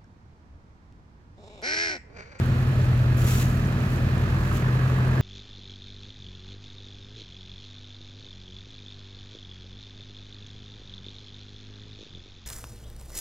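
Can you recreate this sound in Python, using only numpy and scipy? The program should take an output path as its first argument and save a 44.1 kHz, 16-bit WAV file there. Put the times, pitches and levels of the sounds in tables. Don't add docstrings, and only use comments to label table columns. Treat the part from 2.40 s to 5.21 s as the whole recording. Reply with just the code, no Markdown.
import sys
import numpy as np
from scipy import signal
from scipy.fft import rfft, irfft
from scipy.io import wavfile
from scipy.ndimage import uniform_filter1d

SR = 44100
rng = np.random.default_rng(int(sys.argv[2]) if len(sys.argv) > 2 else 0)


def file_out(sig):
    cols = np.atleast_2d(sig).T
    lim = np.clip(cols, -1, 1)
    pcm = np.round(lim * 32767).astype(np.int16)
    wavfile.write(sys.argv[1], SR, pcm)


def to_linear_factor(level_db):
    exponent = np.asarray(level_db, float) / 20
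    return 10 ** exponent


N = 123921
T, HZ = np.arange(N) / SR, np.fft.rfftfreq(N, 1 / SR)


def evened(x):
    return x / np.sqrt(np.mean(abs(x) ** 2) + 1e-20)


def read(points, hz=HZ):
    f, value = np.transpose(points)
    return np.interp(np.log(hz + 1), np.log(f + 1), value)


def drift(top_hz, count):
    f = np.geomspace(top_hz / 10, top_hz, 12)[:, None]
    coarse = T[::128]
    curves = []
    for phase in rng.random((count, 12)):
        sines = np.sin(2 * np.pi * (f * coarse + phase[:, None])) / np.sqrt(f)
        curves.append(np.interp(T, coarse, evened(sines.sum(0))))
    return np.array(curves)


def resonate(x, hz, width_hz):
    turn = np.exp(2j * np.pi * np.cumsum(hz) / SR)
    r = np.exp(-np.pi * width_hz / SR)
    return (turn * signal.lfilter([1 - r], [1, -r], x / turn)).real


def coloured(x, points):
    low_edge = np.minimum(HZ / points[0][0], 1) ** 4
    high_edge = np.minimum(points[-1][0] / (HZ + 1), 1) ** 2
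    return evened(irfft(rfft(x) * to_linear_factor(read(points)) * low_edge * high_edge, N))


# (start level [dB], middle level [dB], end level [dB])
ORDERS_DB = [(-42, -43, -44), (-52, -52, -52), (-45, -41, -46), (-44, -48, -50), (-39, -43, -43),
             (-30, -31.5, -31), (-32, -36, -42), (-33, -35, -44), (-42, -41, -35), (-24, -24, -24),
             (-32, -34, -40), (-44, -46, -45), (-40, -39, -43), (-48, -48, -46), (-43, -44, -47),
             (-48, -41, -42), (-48, -40, -41), (-53, -53, -56), (-47, -42, -44), (-47, -43, -58),
             (-50, -43, -42), (-39, -43, -47), (-56, -53, -55), (-59, -57, -56), (-51, -49, -59),
             (-60, -60, -60), (-63, -60, -63), (-61, -60, -60), (-55, -54, -57), (-49, -50, -59),
             (-61, -60, -64), (-55, -50, -56), (-61, -57, -64), (-49, -58, -52)]
LOWEST, BOOM_ORDER = 4, 13
# (time [s], cycle rate [Hz], lift [dB])
IDLE = [(0, 9.77, 0), (.28, 9.7, 0), (.47, 9.57, 3), (.65, 9.51, 4), (1.03, 9.72, 1), (1.22, 9.84, -2),
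        (1.4, 9.9, -4), (1.6, 9.79, -2), (1.78, 9.66, -1), (1.97, 9.55, -3), (2.16, 9.66, -4),
        (2.3, 9.76, 2), (2.53, 9.87, 2), (2.8, 9.8, 2)]
WANDER_DB, WANDER_HZ, WANDER_FALL_DB = -49, 2, .35
SLIP_RAD, UNEVEN_DB = .45, 2


def drone():
    s, rate_hz, boom_db = np.transpose(IDLE)
    cycle = 2 * np.pi * np.cumsum(np.interp(T, s, rate_hz)) / SR
    loose = drift(WANDER_HZ, count=2 * len(ORDERS_DB))
    start = rng.random((2, len(ORDERS_DB), 1))
    sway = drift(5, count=len(ORDERS_DB))
    out = np.zeros((2, N))
    for k, walk_db in enumerate(ORDERS_DB):
        order = k + LOWEST
        level_db = np.interp(T / T[-1], [0, .5, 1], walk_db)
        if order == BOOM_ORDER:
            level_db = level_db + np.interp(T, s, boom_db)
        else:
            level_db = level_db + UNEVEN_DB * sway[k]
        wander = (loose[2 * k] + 1j * loose[2 * k + 1]) / np.sqrt(2)
        size = to_linear_factor(level_db) + to_linear_factor(WANDER_DB - WANDER_FALL_DB * k) * wander
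        phase = order * cycle + SLIP_RAD * sway[-1 - k] + 2 * np.pi * start[:, k]
        out += (np.sqrt(2) * size * np.exp(1j * phase)).real
    return out


FIRING_HZ, FIRST_S = 46.5, 0.0097
QUICKEN_S, QUICKEN_HZ = 1.5, .43
KNOCK_S, KNOCK_SPREAD_DB = .004, 2


def knocks(cylinders_db=(0,)):
    turns = (T - FIRST_S) * FIRING_HZ + QUICKEN_HZ * np.maximum(T - QUICKEN_S, 0) + 1
    blow_db = KNOCK_SPREAD_DB * rng.standard_normal(200) + np.resize(cylinders_db, 200)
    size = to_linear_factor(blow_db)[turns.astype(int)]
    u = (turns % 1) / FIRING_HZ / KNOCK_S
    return size * u * np.exp(1 - u)


THUMP = [-35.5, -47, -50, -51, -52]
# (far pitch [Hz], near pitch [Hz], width [Hz], far level [dB], near level [dB])
HOUSING = [
    (585, 615, 198, -45.5, -49),
    (1212, 1130, 440, -43, -41.5),
    (1686, 1647, 250, -45.5, -43.5),
    (2497, 2516, 230, -52.5, -52.5),
    (4130, 4130, 850, -55, -55.5),
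    (6900, 6800, 1300, -68, -66),
]
KNOCK_SHARE = [.15, .8, 1, .25, .2, .2]
CYLINDERS_DB = {1: [-8, 1, -4, 3, -12, 0, 2, -2], 2: [5, -5, 3, -4, -3, -7, -9, -3]}
THUMP_SWAY_DB, KNOCK_DEPTH = 1.8, .9
RING = .2
CORNER_S, CORNER_WIDTH_S, CORNER_SHARE = 1.93, .1, .65


def second_engine(knock):
    sway = drift(3.95, count=len(THUMP))
    out = np.zeros((2, N))
    for k, db in enumerate(THUMP):
        phase = 2 * np.pi * ((k + 1) * FIRING_HZ * T + rng.random((2, 1)))
        out += np.sqrt(2) * to_linear_factor(db + THUMP_SWAY_DB * sway[k]) * np.cos(phase)
    corner = 1 / (1 + np.exp((CORNER_S - T) / CORNER_WIDTH_S))
    near = (1 - CORNER_SHARE) * T / T[-1] + CORNER_SHARE * corner
    for k, (far_hz, near_hz, width_hz, far_db, near_db) in enumerate(HOUSING):
        blows = knocks(CYLINDERS_DB[k]) if k in CYLINDERS_DB else knock
        rattle = 1 + KNOCK_DEPTH * KNOCK_SHARE[k] * (0.56 + near) * blows
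        drive = rng.standard_normal((2, N)) * rattle
        hz = far_hz + (near_hz - far_hz) * near
        if k in CYLINDERS_DB:
            ring_phase = 2 * np.pi * np.cumsum(hz) / SR + [[0], [np.pi / 2]]
            drive = drive + RING * (.15 + near) * blows * np.cos(ring_phase)
        ringing = resonate(resonate(drive, hz, 2 * width_hz), hz, width_hz)
        out += to_linear_factor(far_db + (near_db - far_db) * near) * evened(ringing)
    return out


# (frequency [Hz], level [dB])
ROAR = [(32, -22), (45, -12), (130, -10), (200, -15), (290, -16.5), (400, -15.5), (700, -24), (1700, -27),
        (4000, -42)]
ROAR_DB, ROAR_GROWS_DB_PER_S, ROAR_KNOCK = -35.5, 1, 0.12


def roar(knock):
    swell_db = ROAR_DB + ROAR_GROWS_DB_PER_S * T + 0.5 * drift(11, count=1)
    pulse = 1 + ROAR_KNOCK * (knock - .5)
    return to_linear_factor(swell_db) * pulse * coloured(rng.standard_normal((2, N)), ROAR)


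# (frequency [Hz], density [dB per Hz])
FIZZ = [(1760, -0.5), (3000, -2.5), (3660, -6), (4260, -10.5), (5660, -12), (7010, -12), (8980, -21.5),
        (12400, -15.5), (15600, -22.5)]
# (frequency [Hz], level [dB])
WHINES = [
    (420, -51),
    (1290, -56),
]
FIZZ_DB, FIZZ_FLICKER_DB = -48.5, .4


def fizz(knock):
    flicker = drift(20, count=3)
    tones = np.zeros(N)
    for k, (hz, db) in enumerate(WHINES):
        phase = 2 * np.pi * hz * T + 0.15 * flicker[2 - k]
        tones += to_linear_factor(db + 1.1 * flicker[k + 1]) * np.sin(phase)
    size = to_linear_factor(FIZZ_DB + FIZZ_FLICKER_DB * flicker[0]) * (1 + 0.33 * knock)
    return tones + size * coloured(rng.standard_normal((2, N)), FIZZ)


# (time [s], peak level [dB], pitch [Hz])
TICKS = [(.0605, -40, 11000), (.0605, -46, 6000), (.105, -46, 7000), (.216, -47, 12500), (.226, -45, 11900),
         (.398, -46, 5500), (.415, -40, 6200), (.43, -47, 6900), (.447, -48, 12500), (.456, -44, 7600),
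         (.49, -47, 5600), (.545, -48, 9500), (.577, -47, 9000), (.771, -38, 12500), (1.11, -44, 7000),
         (1.153, -47, 10500), (1.17, -46, 8600), (1.25, -40, 5700), (1.258, -45, 7000), (1.2725, -41, 8600),
         (1.2725, -43, 12800), (1.287, -45, 12500), (1.323, -48, 10200), (1.388, -46, 6500),
         (1.404, -42, 6300), (1.404, -47, 10000), (1.424, -46, 13500), (1.425, -48, 8500),
         (1.448, -47, 12400), (1.496, -49, 13500), (1.504, -46, 7200), (1.504, -48, 12300),
         (1.519, -44, 14000), (1.528, -46, 12800), (1.534, -43, 6500), (1.535, -47, 13500),
         (1.548, -46, 13500), (1.56, -44, 7500), (1.56, -48, 11500), (1.569, -47, 11000),
         (1.573, -43, 6800), (1.603, -49, 12500), (1.745, -47, 13000), (1.78, -42, 8400),
         (2.035, -45, 6500), (2.078, -45, 7200), (2.128, -45, 12000), (2.152, -36, 2300),
         (2.163, -37, 3300), (2.172, -36, 2500), (2.18, -38, 3600), (2.197, -43, 7300), (2.35, -51, 14500),
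         (2.5, -44, 5400), (2.65, -48, 8200), (2.68, -43, 12000)]
TICK_S, GRIT_PER_S, GRIT_DB, TICK_PAN_DB = .0005, 110, -59, 3


def grit():
    t = np.arange(200) / SR
    out = np.zeros((2, N + 200))
    small = rng.random((round(GRIT_PER_S * T[-1]), 3))
    scattered = [(a * T[-1], GRIT_DB + 7 * b, 6000 + 9000 * c) for a, b, c in small]
    snap = t / TICK_S * np.exp(1 - t / TICK_S)
    for s, db, hz in [*TICKS, *scattered]:
        roughness = uniform_filter1d(rng.standard_normal((2, 200)), 12)
        chirp = np.cumsum(1 + .7 * roughness, 1)
        first = int(s * SR)
        out[:, first:first + 200] += to_linear_factor(db + 0.5) * snap * np.sin(2 * np.pi * hz * chirp / SR)
    return out[:, :N] * to_linear_factor([[TICK_PAN_DB / 2], [-TICK_PAN_DB / 2]])


# (time [s], level [dB])
LONG_VENT = [
    (.768, -77),
    (.773, -52.5),
    (.845, -49),
    (.875, -41.5),
    (.94, -42.5),
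    (.965, -44),
    (1.015, -42.5),
    (1.05, -52.5),
    (1.3, -68),
]
# (time [s], level [dB])
SHORT_HISSES = [
    [(1.4, -78), (1.53, -59.5), (1.565, -60), (1.6, -68)],
    [(1.98, -67), (2.06, -59.5), (2.12, -60), (2.14, -52), (2.16, -47.5), (2.2, -62), (2.23, -62)],
]
# (frequency [Hz], density [dB per Hz])
JET = [(1000, -8), (2000, -5.5), (2800, -5), (5000, -10), (7200, -5), (8600, -14), (12000, -10),
       (15800, -13.5)]
JET_PAN_DB, SPUTTER_DB = 2, 2
JET_BODY_HZ, JET_BODY_S = 7600, 0.01


def hisses():
    flow = np.zeros(N)
    for vent in [LONG_VENT, *SHORT_HISSES]:
        s, db = np.transpose(vent)
        flow += to_linear_factor(np.interp(T, s, db, left=-120, right=-120))
    sputter = evened(uniform_filter1d(rng.standard_normal(N), 220))
    jet = coloured(rng.standard_normal((2, N)), JET)
    body = irfft(rfft(jet) / (1 + (HZ / JET_BODY_HZ) ** 8), N)
    keep = np.exp(-1 / (JET_BODY_S * SR / 2))
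    lagging = signal.lfilter([1 - keep], [1, -keep], flow)
    hiss = lagging * body + flow * (jet - body)
    return to_linear_factor(7.5 + SPUTTER_DB * sputter) * hiss * to_linear_factor([[JET_PAN_DB / 2], [-JET_PAN_DB / 2]])


# (frequency [Hz], likeness [0-1])
SAME = [(200, .994), (300, .94), (600, .78), (1200, .5), (2500, .3), (8000, .3)]
# (frequency [Hz], phase [rad])
LEAD = [(30, .07), (130, .12), (300, .25), (700, .6), (1500, 2.2), (3000, 1.9), (8000, 1.6)]
# (frequency [Hz], level difference [dB])
TILT = [(250, 0), (380, .9), (700, -.2), (1290, -5.5), (2380, -5), (4400, -1.5), (8120, 0), (15000, 3.5)]


def ports(pair):
    a, b = rfft(pair)
    same = np.clip(read(SAME), 0, 1)
    right = same * a * np.exp(-1j * read(LEAD)) + np.sqrt(1 - same ** 2) * b
    return irfft(np.array([a, right]) * to_linear_factor(np.outer([.5, -.5], read(TILT))), N)


def scene():
    knock = knocks()
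    yard = drone() + second_engine(knock) + roar(knock) + fizz(knock) + hisses()
    return ports(yard) + grit()


def top_cut(x):
    return signal.sosfilt(signal.butter(12, 15910, fs=SR, output="sos"), x)


EDGE_HZ = 15860


def record(dry):
    slope = np.clip((EDGE_HZ - HZ) / 30 + 1, 0, 1)
    limited = irfft(rfft(dry) * slope, N)
    return top_cut(limited)


dry = scene()
out = record(dry)
file_out(out)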